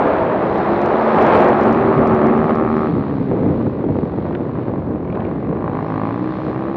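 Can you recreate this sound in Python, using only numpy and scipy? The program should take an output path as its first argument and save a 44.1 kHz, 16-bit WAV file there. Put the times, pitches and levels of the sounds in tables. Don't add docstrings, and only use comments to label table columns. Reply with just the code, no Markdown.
import sys
import numpy as np
from scipy import signal
from scipy.fft import rfft, irfft, next_fast_len
from scipy.io import wavfile

SR = 44100
rng = np.random.default_rng(int(sys.argv[2]) if len(sys.argv) > 2 else 0)


def store_pcm(level_fs):
    pcm = np.round(np.clip(level_fs, -1, 1) * 32767).astype(np.int16)
    wavfile.write(sys.argv[1], SR, np.atleast_2d(pcm).T)


def nominal_scale(level):
    x = np.asarray(level, float) / 20
    return 10 ** x


N = 298116


def rms_one(x):
    return x / np.sqrt(np.mean(x ** 2) + 1e-20)


def in_time(rows):
    s, *columns = np.transpose(rows)
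    return [np.interp(np.arange(N) / SR, s, column) for column in columns]


def at_hz(points, hz):
    table_hz, level_db = np.transpose(points)
    return np.interp(np.log(hz), np.log(table_hz), level_db)


def drift(rate_hz):
    r = np.exp(-2 * np.pi * rate_hz * 40 / SR)
    noise = rng.standard_normal(N // 40 + 2002)
    slow = signal.lfilter([1], [1, -2 * r, r * r], noise)[2000:]
    return np.interp(np.arange(N) / 40, np.arange(len(slow)), rms_one(slow))


def resonance(x, hz, width_hz):
    r = np.exp(-np.pi * width_hz / SR)
    poles = [1, -2 * r * np.cos(2 * np.pi * hz / SR), r * r]
    return signal.lfilter([(1 - r * r) / 2, 0, (r * r - 1) / 2], poles, x)


def low_pass(x, order, hz):
    return signal.sosfilt(signal.butter(order, hz, fs=SR, output="sos"), x)


def turbulence(spectrum, eddies_db, patchy_db):
    size = next_fast_len(N)
    hz = np.fft.rfftfreq(size, 1 / SR) + 1e-3
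    noise = nominal_scale(at_hz(spectrum, hz)) * rfft(rng.standard_normal(N), size)
    octaves = np.clip(np.log2(hz), 5, 13)
    out = 0
    for octave in np.arange(5, 14):
        share = np.clip(1 - np.abs(octaves - octave), 0, 1)
        band = irfft(noise * share, size)[:N]
        out = out + band * nominal_scale(patchy_db * drift(2.3))
    return rms_one(out * nominal_scale(eddies_db))


# (time [s], firing rate [1/s])
ENGINE_SPEED = [(0, 62), (.2, 60.5), (.44, 66.6), (.71, 68.8), (.95, 73.8), (1.17, 74.5), (1.39, 71.6),
                (1.62, 72.5), (1.82, 79), (2.0, 77), (2.21, 73.7), (2.45, 77), (2.53, 77.2), (2.86, 76.6),
                (2.96, 70.6), (3.07, 69.6), (3.35, 65), (4.04, 46), (4.6, 50.1), (5.08, 41), (5.45, 45),
                (5.6, 56), (5.79, 53.4), (5.97, 52.4), (6.08, 54.7), (6.252, 62.8), (6.488, 62.4),
                (6.674, 66.8), (6.76, 66.9)]
# (time [s], level of the firing [dB], extra level of the intake drone [dB])
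ENGINE_LOAD = [(0, -30, -6), (.75, -26, -2), (1.85, -23, 2), (2.3, -22.5, 1), (2.5, -22.5, 0),
               (2.85, -23, -1), (2.91, -31, 3), (3.12, -32, 2), (3.28, -41, 12), (3.5, -41, 8),
               (4.35, -38, -1), (5.05, -40, 3), (5.2, -33, -4), (5.45, -40, -5), (5.63, -29, -6),
               (5.86, -28.5, -1), (6.0, -24.5, -1), (6.17, -28.5, 5), (6.3, -31, 4), (6.44, -30.5, -4),
               (6.57, -29.5, 4), (6.76, -30, -1)]
# (time [s], opening [0-1], uneven burning [0-1])
THROTTLE_HAND = [(0, 1, .1), (2.86, 1, 0), (2.9, 0, 0), (3.25, 0, 0), (3.4, 0, 1), (4.0, .6, 1),
                 (5.5, .6, 1), (5.62, 1, .6), (5.85, 1, .4), (5.97, 1, .25), (6.25, 1, .05), (6.76, 1, 0)]


def riding():
    firing_hz, = in_time(ENGINE_SPEED)
    load_db, intake_db = in_time(ENGINE_LOAD)
    throttle, uneven = in_time(THROTTLE_HAND)
    cycle = np.cumsum(firing_hz * (1 + .0015 * drift(6.0))) / SR - .37
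    return cycle, firing_hz, load_db, intake_db, throttle, uneven


# (frequency [Hz], width [Hz], relative level [dB])
EXHAUST_MODES = [(310, 220, -8), (590, 130, -2), (790, 90, -1), (1090, 130, -3), (1310, 150, -4),
                 (1870, 260, -10), (2420, 380, -18), (2950, 400, -19)]


def bark(cycle, firing_hz, uneven, puff, puff_s, uneven_db, late_s):
    low_pipe_hz, rasp_hz = 900, 1400
    at = np.flatnonzero(np.diff(np.floor(cycle)))
    chance = rng.standard_normal((len(at), 2))
    slack = 1 + 3 * uneven[at]
    late = np.clip(at + late_s * SR * slack * chance[:, 0], 0, N - 1).astype(int)
    pulses = np.zeros(N)
    pulses[late] = nominal_scale(uneven_db * slack * chance[:, 1])
    fade = np.exp(-1 / (puff_s * SR))
    gas = signal.lfilter([1], [1, -fade], pulses) * rng.standard_normal(N)
    push = rms_one(pulses) + puff * rms_one(gas) * [[1], [2.8]]
    push = low_pass(push, 4, 1530)
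    hot = np.interp(firing_hz, [60, 74], [0, 1])
    out = 0
    for k, (hz, width_hz, db) in enumerate(EXHAUST_MODES):
        lag_s = .0009 * max(np.log2(hz / rasp_hz), 0)
        drive = np.roll(push[int(hz > rasp_hz)], round(lag_s * SR))
        rung = resonance(drive, hz, width_hz)
        if low_pipe_hz < hz < rasp_hz:
            cool = resonance(drive, .91 * hz, width_hz)
            rung = hot * rung + (1 - hot) * cool
        sign = -1 if hz < low_pipe_hz else (-1) ** k
        out = out + sign * nominal_scale(db) * rung
    return rms_one(out)


# (multiple of the firing rate, level on throttle [dB], level coasting [dB])
DRONE_ORDERS = [(2, -11, -1.5), (3, .5, -1), (4, -10, 9), (5, 0, -16.5), (6, -11, -7.5)]
# (frequency [Hz], gain [dB])
AIRBOX_COLOUR = [(110, 7), (170, -8), (225, 2), (270, -7), (330, 3.5), (400, 0.5), (480, -2)]


def drone(cycle, firing_hz, throttle):
    lagged = cycle - .0006 * firing_hz
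    out = 0
    for multiple, open_db, shut_db in DRONE_ORDERS:
        multiple = round(multiple)
        level_db = throttle * open_db + (1 - throttle) * shut_db
        level_db = level_db + at_hz(AIRBOX_COLOUR, multiple * firing_hz) + 1.6 * drift(10.0)
        out = out - nominal_scale(level_db) * np.cos(2 * np.pi * multiple * lagged)
    return np.sqrt(2) * out


# (frequency [Hz], relative level [dB per Hz])
WHIRR_SPECTRUM = [(1000, 2.5), (2000, 8.5), (3000, -3), (4200, -4.5), (4800, -14), (5400, -20.5),
                  (7000, -28), (13000, -60)]
# (time [s], level of the whirr [dB])
DRIVE_EFFORT = [(0, -43.5), (1.2, -36.5), (2.2, -42), (3.3, -44), (4.2, -49), (5.0, -51), (5.6, -51),
                (5.95, -45), (6.27, -44.5), (6.5, -42.5), (6.76, -45.5)]


def whirr(cycle, rush_db, throttle):
    throb_db = 1.8 * np.cos(4 * np.pi * cycle) + 2.0 * np.cos(2 * np.pi * cycle)
    air_db = 0.15 * (rush_db - rush_db.mean())
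    gear = nominal_scale(air_db) * turbulence(WHIRR_SPECTRUM, throb_db, patchy_db=1.5)
    cover = rng.standard_normal(N)
    for _ in range(2):
        cover = resonance(cover, hz=5300, width_hz=540)
    cover_db = -31.5 + throb_db + 3.0 * drift(3.0)
    return nominal_scale(in_time(DRIVE_EFFORT)[0]) * (gear + throttle * nominal_scale(cover_db) * rms_one(cover))


# (time [s], strength [dB])
HARD_FIRINGS = [(4.324, -29), (4.35, -21.5), (4.6253, -33), (5.047, -34), (5.075, -33), (5.101, -30),
                (5.124, -27), (5.1532, -23.5), (5.2038, -24), (5.25, -26.5), (5.2728, -39)]
# (frequency [Hz], width [Hz], relative level [dB])
BODYWORK_MODES = [(1570, 400, -1), (2360, 370, -6), (3200, 780, -13), (4780, 900, -14)]


def cracks():
    s, strength_db = np.transpose(HARD_FIRINGS)
    chance = rng.standard_normal((len(s), len(BODYWORK_MODES)))
    rattle = .003 * SR
    out = 0
    for k, (hz, width_hz, db) in enumerate(BODYWORK_MODES):
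        hits = np.full(N, 1e-18)
        hits[(s * SR).astype(int)] = nominal_scale(strength_db + db + 3.5 * chance[:, k])
        fading = signal.lfilter([1], [1, -np.exp(-1 / rattle)], hits)
        noise = fading * rng.standard_normal(N) / np.sqrt(rattle / 2)
        out = out + resonance(noise, hz, width_hz) * SR / (2 * np.pi * width_hz)
    return low_pass(out, 5, 3500)


# (time [s], buffet level [dB], rush level [dB])
WIND_LEVELS = [(0, -23, -13), (.5, -22.5, -19), (1.0, -27.5, -16), (1.5, -22, -12.5), (1.75, -18.5, -15.5),
               (2.3, -19, -18), (2.5, -18, -28), (2.9, -21, -34), (3.25, -23.5, -37), (3.75, -19.5, -37.5),
               (4.8, -22.5, -32.5), (5.1, -22, -37), (5.55, -21, -33), (5.9, -26, -31.5), (6.2, -26.5, -35),
               (6.76, -26, -32.5)]
# (peak time [s], buffet swell [dB], rush swell [dB], length [s])
WIND_GUSTS = [(0.723, 4.5, 0, 0.094), (1.193, 6, 3, 0.24), (1.37, 5.5, 3.5, 0.33), (1.704, 5.5, -2, 0.058),
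              (1.981, 7.5, -4, 0.084), (2.347, 0, 0, 0.086), (2.502, 0, 8, 0.11), (3.213, 8, 0.5, 0.053),
              (3.332, 5.5, 4.5, 0.2), (3.463, 6.5, 6.5, 0.4), (3.81, 3.5, 7, 0.069), (3.902, 4.5, 1, 0.21),
              (4.27, -4.5, 7.5, 0.043), (4.762, 2, -2.5, 0.33), (5.195, 1, 10, 0.3), (5.524, 1, -4, 0.05),
              (6.478, 6, 5.5, 0.092)]


def head_wind():
    levels_db = np.array(in_time(WIND_LEVELS))
    rise = 0.41
    for s, buffet_db, rush_db, length in WIND_GUSTS:
        corners = [s - rise * length, s, s + (1 - rise) * length]
        shape = np.interp(np.arange(N) / SR, corners, [0, 1, 0])
        levels_db = levels_db + np.outer([buffet_db, rush_db], shape)
    return levels_db


# (frequency [Hz], relative level [dB per Hz])
BUFFET_SPECTRUM = [(25, -37), (50, -5.5), (100, 2), (160, 5), (300, 3.5), (500, -2.5), (900, -25),
                   (2000, -56.5), (5000, -98.5)]


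def buffeting(buffet_db, eddies):
    shaking_db = 0.71 * eddies + 0.88 * drift(14.0)
    return nominal_scale(buffet_db) * turbulence(BUFFET_SPECTRUM, shaking_db, patchy_db=0.68)


# (frequency [Hz], relative level [dB per Hz])
RUSH_SPECTRUM = [(60, -43), (200, -8), (400, 1), (650, 2), (1000, -5), (1600, -15), (2500, -27),
                 (4000, -46), (7000, -86), (13000, -110)]


def rushing(rush_db, eddies):
    return nominal_scale(rush_db) * turbulence(RUSH_SPECTRUM, 1.0 * eddies, patchy_db=.9)


# (time [s], strength [dB])
STRONG_SLAPS = [(3.314, -8.5), (3.463, -13), (3.52, -18), (3.615, -14), (3.668, -13), (4.138, -17),
                (4.186, -13), (4.254, -10.5), (4.31, -16), (4.406, -14.5), (4.488, -20), (4.587, -11),
                (4.682, -11.5), (4.821, -29), (4.872, -21), (5.562, -21), (5.746, -13), (5.826, -14)]


def slaps(buffet_db, per_s, small_db, cavity_hz, width_hz):
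    sizes = nominal_scale(3.32 * np.minimum(rng.exponential(1, N), 4)) * rng.choice([-1, 1], N)
    hits = sizes * (rng.random(N) < per_s / SR) * nominal_scale(buffet_db + small_db)
    for s, strength_db in STRONG_SLAPS:
        hits[round(s * SR)] = nominal_scale(strength_db)
    soft = low_pass(hits + 1e-18, 3, 1100)
    return resonance(soft, cavity_hz, width_hz) * SR / (np.pi * width_hz)


# (time [s], level [dB])
EDGE_LEVEL = [(0, -26), (.3, -41.5), (.8, -43.5), (1.1, -23), (1.35, -19.5), (1.6, -33.5), (2.2, -36.5),
              (2.6, -41), (6.76, -60)]


def edge_roar(eddies):
    roar = rng.standard_normal(N)
    for _ in range(2):
        roar = resonance(roar, hz=850, width_hz=600)
    roar = low_pass(roar, 4, 4200)
    return nominal_scale(in_time(EDGE_LEVEL)[0] + 0.62 * eddies) * rms_one(roar)


# (time [s], strength [dB])
OVERLOAD_CLICKS = [(0.0767, -50), (0.1675, -54), (0.5806, -47), (0.733, -53), (0.817, -42.5), (0.8605, -41),
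                   (1.129, -53), (1.1588, -53), (1.2117, -45.5), (1.2256, -38.5), (1.2665, -40.5),
                   (1.37, -44), (1.3893, -43), (1.444, -44), (1.486, -39), (1.6113, -43.5), (1.6344, -41),
                   (1.728, -42), (1.959, -55.5), (1.985, -58), (2.015, -61.5), (2.0278, -55.5),
                   (2.0752, -41.5), (2.148, -46.5), (2.269, -44), (2.376, -48), (2.5545, -48)]


def overload_clicks(rush_db):
    s, strength_db = np.transpose(OVERLOAD_CLICKS)
    chosen = rng.random(N) < 50 / SR
    hits = chosen * rng.standard_normal(N) * nominal_scale(rush_db - 20) + 1e-18
    hits[(s * SR).astype(int)] = nominal_scale(strength_db + 28.0) * rng.choice([-1, 1], len(s))
    return signal.sosfilt(signal.butter(2, [3500, 6050], "band", fs=SR, output="sos"), hits)


def scene():
    cycle, firing_hz, load_db, intake_db, throttle, uneven = riding()
    buffet_db, rush_db = head_wind()
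    eddies = drift(24.0)
    engine = nominal_scale(load_db) * bark(cycle, firing_hz, uneven, puff=.27, puff_s=.007, uneven_db=1.0, late_s=.00003)
    engine += nominal_scale(load_db + intake_db) * drone(cycle, firing_hz, throttle)
    engine += whirr(cycle, rush_db, throttle) + cracks()
    wind = buffeting(buffet_db, eddies) + rushing(rush_db, eddies)
    wind += slaps(buffet_db, per_s=49, small_db=-3.5, cavity_hz=282, width_hz=160)
    wind += edge_roar(eddies)
    return (engine + wind + overload_clicks(rush_db))[None]


def top_cut(x):
    return signal.sosfilt(signal.butter(12, 13100, fs=SR, output="sos"), x)


def record(dry):
    squeeze_top, overload_top = .9, .63
    squeezed = squeeze_top * np.tanh(dry / squeeze_top)
    cut = np.clip(squeezed, -overload_top, overload_top)
    mix = signal.sosfilt(signal.butter(1, [40, 6000], "band", fs=SR, output="sos"), cut)
    return top_cut(mix)


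dry = scene()
out = record(dry)
store_pcm(out)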